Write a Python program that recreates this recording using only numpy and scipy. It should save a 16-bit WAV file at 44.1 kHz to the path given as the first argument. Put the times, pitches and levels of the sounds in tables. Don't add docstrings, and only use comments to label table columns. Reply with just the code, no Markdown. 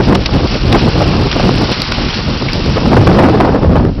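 import sys
import numpy as np
from scipy import signal
from scipy.fft import rfft, irfft
from scipy.io import wavfile
from scipy.ndimage import uniform_filter1d

SR = 44100
rng = np.random.default_rng(int(sys.argv[2]) if len(sys.argv) > 2 else 0)


def waveform_to_disk(signal):
    frames = np.transpose(np.atleast_2d(signal))
    scaled = np.clip(frames, -1, 1) * 32767
    samples = np.round(scaled).astype(np.int16)
    wavfile.write(sys.argv[1], SR, samples)


N = 176400
T = np.arange(N) / SR

# time_s, level_db
GUST_LEVEL = [(0.0, -5.5), (0.05, -13.5), (0.105, 1), (0.14, -9), (0.16, -8), (0.25, -20), (0.29, -22),
              (0.31, -17.5), (0.335, -9), (0.37, -4.5), (0.385, -19), (0.45, -7.5), (0.475, -24),
              (0.555, -10), (0.595, -22), (0.66, -7.5), (0.7, -9.5), (0.755, -6.5), (0.795, -17.5),
              (0.835, -6.5), (0.89, -6.0), (0.91, -21.5), (0.97, -6.5), (1.04, -13), (1.075, -9),
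              (1.12, -11.5), (1.23, -9), (1.25, -14.5), (1.27, -6), (1.295, -25), (1.36, -13),
              (1.415, -16.5), (1.44, -6.5), (1.53, -10.5), (1.58, -12.5), (1.635, -9.5), (1.675, -20),
              (1.715, -11), (1.745, -27), (1.8, -15.5), (1.86, -26.5), (1.89, -16.5), (1.97, -21),
              (1.98, -13.5), (2.09, -14.5), (2.11, -25), (2.19, -13.5), (2.22, -19), (2.29, -10.5),
              (2.4, -20), (2.415, -14.0), (2.475, -13), (2.51, -22.5), (2.55, -12.5), (2.64, -15),
              (2.695, -8.5), (2.715, -11.5), (2.765, -12), (2.795, -16), (2.88, -5), (2.895, -11),
              (2.995, 1.5), (3.01, -1), (3.055, -13), (3.08, 2.5), (3.125, -7), (3.23, -5), (3.255, 1.5),
              (3.27, -8), (3.375, -10.0), (3.45, -10), (3.47, -15), (3.5, -9.5), (3.59, -14), (3.605, -21),
              (3.63, -7), (3.665, -8), (3.69, -2), (3.75, -8), (3.775, -6), (3.84, -8.5), (3.88, -7.5),
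              (3.955, -20), (4.0, -9.5)]
# time_s, gain_db
FLUTTER_GAIN = [(0, -3.5), (.4, 1), (.65, -6), (.75, 5.5), (.85, -1.5), (1.3, -0.5), (1.7, 0), (2.2, -5.5),
                (2.7, -3.5), (2.95, -1.5), (3.25, 7), (3.5, 6), (3.7, -3.5), (4, -9)]
# freq_hz, density_db
WIND_SPECTRUM = [(50, -6.5), (95, 0), (180, -2), (350, -7.5), (700, -17), (1200, -25.5), (2000, -40.5),
                 (4000, -56)]
# freq_hz, db_per_db
GUST_SWING = [(80, 1.13), (200, 1.0), (500, 0.95), (1500, 0.88)]
# start_s, flutter_jump_db, length_s
BUFFET_HITS = [(.0, 18.5, 0.011), (0.122, 13.5, 0.015), (0.152, 11, 0.01), (0.288, 18.5, 0.0093),
               (0.392, 10, 0.0088), (0.441, 8.5, 0.031), (0.727, 8, 0.008), (.742, 10, .025),
               (0.856, 1, 0.011), (0.999, 10.5, 0.039), (1.286, -1, 0.0062), (1.356, 15.5, 0.013),
               (1.394, 16.5, 0.013), (1.487, 14, 0.01), (1.732, 3, 0.008), (1.977, 7.5, 0.012),
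               (2.279, 5, 0.031), (2.409, 7.5, .018), (2.766, 14.5, 0.02), (2.836, -4, .008),
               (2.854, 13, .012), (2.908, 11, 0.035), (2.963, 11.5, 0.015), (3.068, 15, 0.011),
               (3.187, 10, 0.024), (3.232, 8.5, 0.019), (3.4, 11, 0.013), (3.444, 10.5, 0.012),
               (3.543, 7, 0.031), (3.626, 5.5, 0.0094), (3.754, 15.5, 0.027), (3.792, 12, 0.012),
               (3.848, 16, 0.007)]
# time_s, level_db
RUMBLE_LEVEL = [(0, -21), (.15, -13), (.25, -17.5), (.35, -14), (.55, -17), (.71, -13.5), (.83, -18),
                (1.2, -17.5), (1.34, -18), (1.45, -13), (1.75, -27), (2.05, -16.5), (2.15, -25), (2.3, -20),
                (2.5, -17.5), (3.05, -18.5), (3.4, -21), (3.75, -12.5), (4, -20)]
# time_s, level_db
SPRAY_ENVELOPE = [(0, -28.5), (.04, -21), (.1, -24), (.18, -27.5), (.22, -22), (.3, -27), (.34, -20.5),
                  (.43, -22.5), (.55, -18.5), (.62, -23), (.75, -19.5), (.9, -20.5), (1.0, -20), (1.2, -21),
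                  (1.4, -19), (1.55, -19), (1.75, -18), (1.87, -20), (2.0, -19), (2.14, -19.5), (2.24, -22),
                  (2.4, -21), (2.52, -21), (2.62, -21.5), (2.72, -21.5), (3.0, -23), (3.24, -25.5),
                  (3.5, -29.5), (3.75, -33.5), (4, -39)]
# freq_hz, density_db
SPRAY_SPECTRUM = [(200, 17), (500, -9.5), (900, 4.5), (1300, 3), (1900, -2.5), (2800, 4.5), (3500, -2),
                  (4200, 2.5), (4700, 2), (5250, 2), (5800, -25), (7000, -18)]
# start_s, level_db, band_hz, length_s
WATER_SLAPS = [(0.148, -8, 2980, 0.0087), (0.257, -5.5, 3900, 0.0083), (0.473, -16, 4530, 0.0034),
               (0.725, -7, 3200, .006), (1.076, -18, 4300, 0.0044), (1.313, -7.5, 3600, 0.0066),
               (1.327, -8.5, 2650, 0.0042), (1.714, -13.5, 4180, 0.021), (1.8, -13, 4000, 0.0055),
               (1.92, -4.5, 2300, 0.0036), (2.135, -16.5, 4600, 0.02)]
# start_s, level_db, pitch_hz, t60_s
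WATER_DROPS = [(1.819, 6.5, 4530, 0.0044), (2.102, -13.5, 3030, 0.045), (2.4862, -9, 2170, .03),
               (2.5326, 1, 4800, 0.0073)]
# freq_hz, gain_db
TREBLE_RESPONSE = [(5600, 0), (6500, -6.5), (8000, -5), (10500, -2), (15000, -5)]


def from_db(db):
    return 10 ** (np.asarray(db) / 20)


def unit_rms(x):
    return x / np.sqrt(np.mean(x ** 2) + 1e-20)


def running_rms(x, samples):
    return np.sqrt(uniform_filter1d(x ** 2, size=samples) + 1e-12)


def in_time(table):
    return np.interp(T, *np.transpose(table))


def at_hz(table, hz):
    freq_hz, values = np.transpose(table)
    return np.interp(np.log(hz), np.log(freq_hz), values)


def add(out, start_s, sound):
    i = max(int(start_s * SR), 0)
    out[i:i + len(sound)] += sound[:N - i]


def drift(rate_hz):
    hop, settle = 40, 2000
    pole = np.exp(-2 * np.pi * rate_hz * hop / SR)
    white = rng.standard_normal(N // hop + settle + 2)
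    slow = signal.lfilter([1], [1, -2 * pole, pole * pole], white)[settle:]
    return np.interp(np.arange(N) / hop, np.arange(len(slow)), unit_rms(slow))


def band(x, low_hz, high_hz):
    return signal.sosfilt(signal.butter(2, [low_hz, high_hz], "band", fs=SR, output="sos"), x)


def noise_bands(low_hz, high_hz, spectrum, count):
    edges_hz = np.geomspace(low_hz, high_hz, count + 1)
    centres_hz = np.sqrt(edges_hz[1:] * edges_hz[:-1])
    gains = from_db(at_hz(spectrum, centres_hz)) * np.sqrt(np.diff(edges_hz))
    gains /= np.linalg.norm(gains)
    noises = [band(rng.standard_normal(N + SR // 2), low, high)[-N:]
              for low, high in zip(edges_hz, edges_hz[1:])]
    return [(hz, gain * unit_rms(x)) for hz, gain, x in zip(centres_hz, gains, noises)]


def ring(clicks, hz, t60_s):
    pole = from_db(-60 / (t60_s * SR))
    step_rad = 2 * np.pi * hz / SR
    feedback = [1, -2 * pole * np.cos(step_rad), pole * pole]
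    return signal.lfilter([0, np.sin(step_rad)], feedback, clicks + 1e-18)


def wind():
    reference_db, trim_db = -12, -0.1
    swing_db = in_time(GUST_LEVEL) - reference_db
    flutter_db = in_time(FLUTTER_GAIN) + buffets_db() + 2.94 * drift(rate_hz=120)
    bands = noise_bands(50, 4500, WIND_SPECTRUM, count=11)
    out = np.zeros(N)
    for hz, noise in bands:
        flutter_share = np.clip(np.log2(hz / 150) / 2, 0, 1)
        out += noise * from_db(at_hz(GUST_SWING, hz) * swing_db + flutter_share * flutter_db)
    noise_rms = running_rms(sum(noise for _, noise in bands), samples=1100)
    return from_db(reference_db + trim_db) * out / noise_rms


def buffets_db():
    attack_s = 0.003
    out, age_s = np.zeros(N), T[:SR // 10]
    for start_s, jump_db, length_s in BUFFET_HITS:
        attack = np.minimum(age_s / attack_s, 1)
        release = np.clip(2 - 1.56 * age_s / length_s, 0, 1)
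        add(out, start_s, jump_db * attack * release)
    return out


def rumble():
    noise = band(rng.standard_normal(N + SR), low_hz=28.2, high_hz=65.6)[SR:]
    return from_db(in_time(RUMBLE_LEVEL) - 2.5) * noise / running_rms(noise, samples=6000)


def bubble_cloud(per_s, t60_cycles, spread_db, low_hz, high_hz, clump_db, pitches):
    sizes = from_db(spread_db * np.minimum(rng.exponential(1, N), 4)) * rng.choice([-1, 1], N)
    born = rng.random(N) < per_s / SR * from_db(clump_db * drift(rate_hz=14))
    pitch_index = rng.integers(0, pitches, N)
    out = np.zeros(N)
    for k, hz in enumerate(np.geomspace(low_hz, high_hz, pitches)):
        clicks = sizes * born * (pitch_index == k)
        out += from_db(at_hz(SPRAY_SPECTRUM, hz)) * hz * ring(clicks, hz, t60_cycles / hz)
    return unit_rms(out)


def spray():
    shared_db = 0.7 * drift(rate_hz=25)
    bands = noise_bands(400, 6400, SPRAY_SPECTRUM, count=18)
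    hiss = sum(noise * from_db(shared_db + 1.5 * drift(rate_hz=40)) for _, noise in bands)
    fizz = bubble_cloud(per_s=3000, t60_cycles=8.3, spread_db=3.5,
                        low_hz=1120, high_hz=5200, clump_db=2, pitches=18)
    bubbles = bubble_cloud(per_s=430, t60_cycles=120, spread_db=4.5,
                           low_hz=607, high_hz=3600, clump_db=7.5, pitches=30)
    water = from_db(-4) * hiss + from_db(-5.5) * fizz + from_db(-14.5) * bubbles
    return from_db(in_time(SPRAY_ENVELOPE)) * water


def slaps():
    out = np.zeros(N)
    for start_s, level_db, band_hz, length_s in WATER_SLAPS:
        progress = T[:SR // 10] / length_s
        white = rng.standard_normal(len(progress))
        splash = band(white, band_hz / 1.84, band_hz * 1.17)
        body = band(white, low_hz=494, high_hz=5500)
        envelope = (1 - np.exp(-5 * progress)) * np.exp(-np.minimum(progress, 10) ** 2)
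        add(out, start_s, from_db(level_db) * unit_rms(splash + body) * envelope)
    return out


def drops():
    rise_per_s, attack_s, tick_decay_s = 12, 0.00023, 0.0007
    out, age_s = np.zeros(N), T[:SR // 10]
    attack = 1 - np.exp(-age_s / attack_s)
    for start_s, level_db, pitch_hz, t60_s in WATER_DROPS:
        phase_rad = 2 * np.pi * pitch_hz * age_s * (1 + rise_per_s * age_s / 2)
        note = np.sin(phase_rad) * from_db(-60 * age_s / t60_s)
        tick = 0.98 * rng.standard_normal(len(age_s)) * np.exp(-age_s / tick_decay_s)
        add(out, start_s, from_db(level_db) * (note + tick) * attack)
    return out


def scene():
    return (wind() + rumble() + spray() + slaps() + drops())[None]


def record(dry):
    stopband_hz, clip_level, cutoff_hz = 6450, 0.73, 15900
    narrow = signal.sosfilt(signal.cheby2(16, 60, stopband_hz, fs=SR, output="sos"), dry)
    clipped = np.clip(narrow, -clip_level, clip_level)
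    treble_gain = from_db(at_hz(TREBLE_RESPONSE, np.fft.rfftfreq(N, 1 / SR) + 1))
    dulled = irfft(rfft(clipped) * treble_gain, N)
    return signal.sosfilt(signal.ellip(10, 0.1, 80, cutoff_hz, fs=SR, output="sos"), dulled)


dry = scene()
out = record(dry)
waveform_to_disk(out)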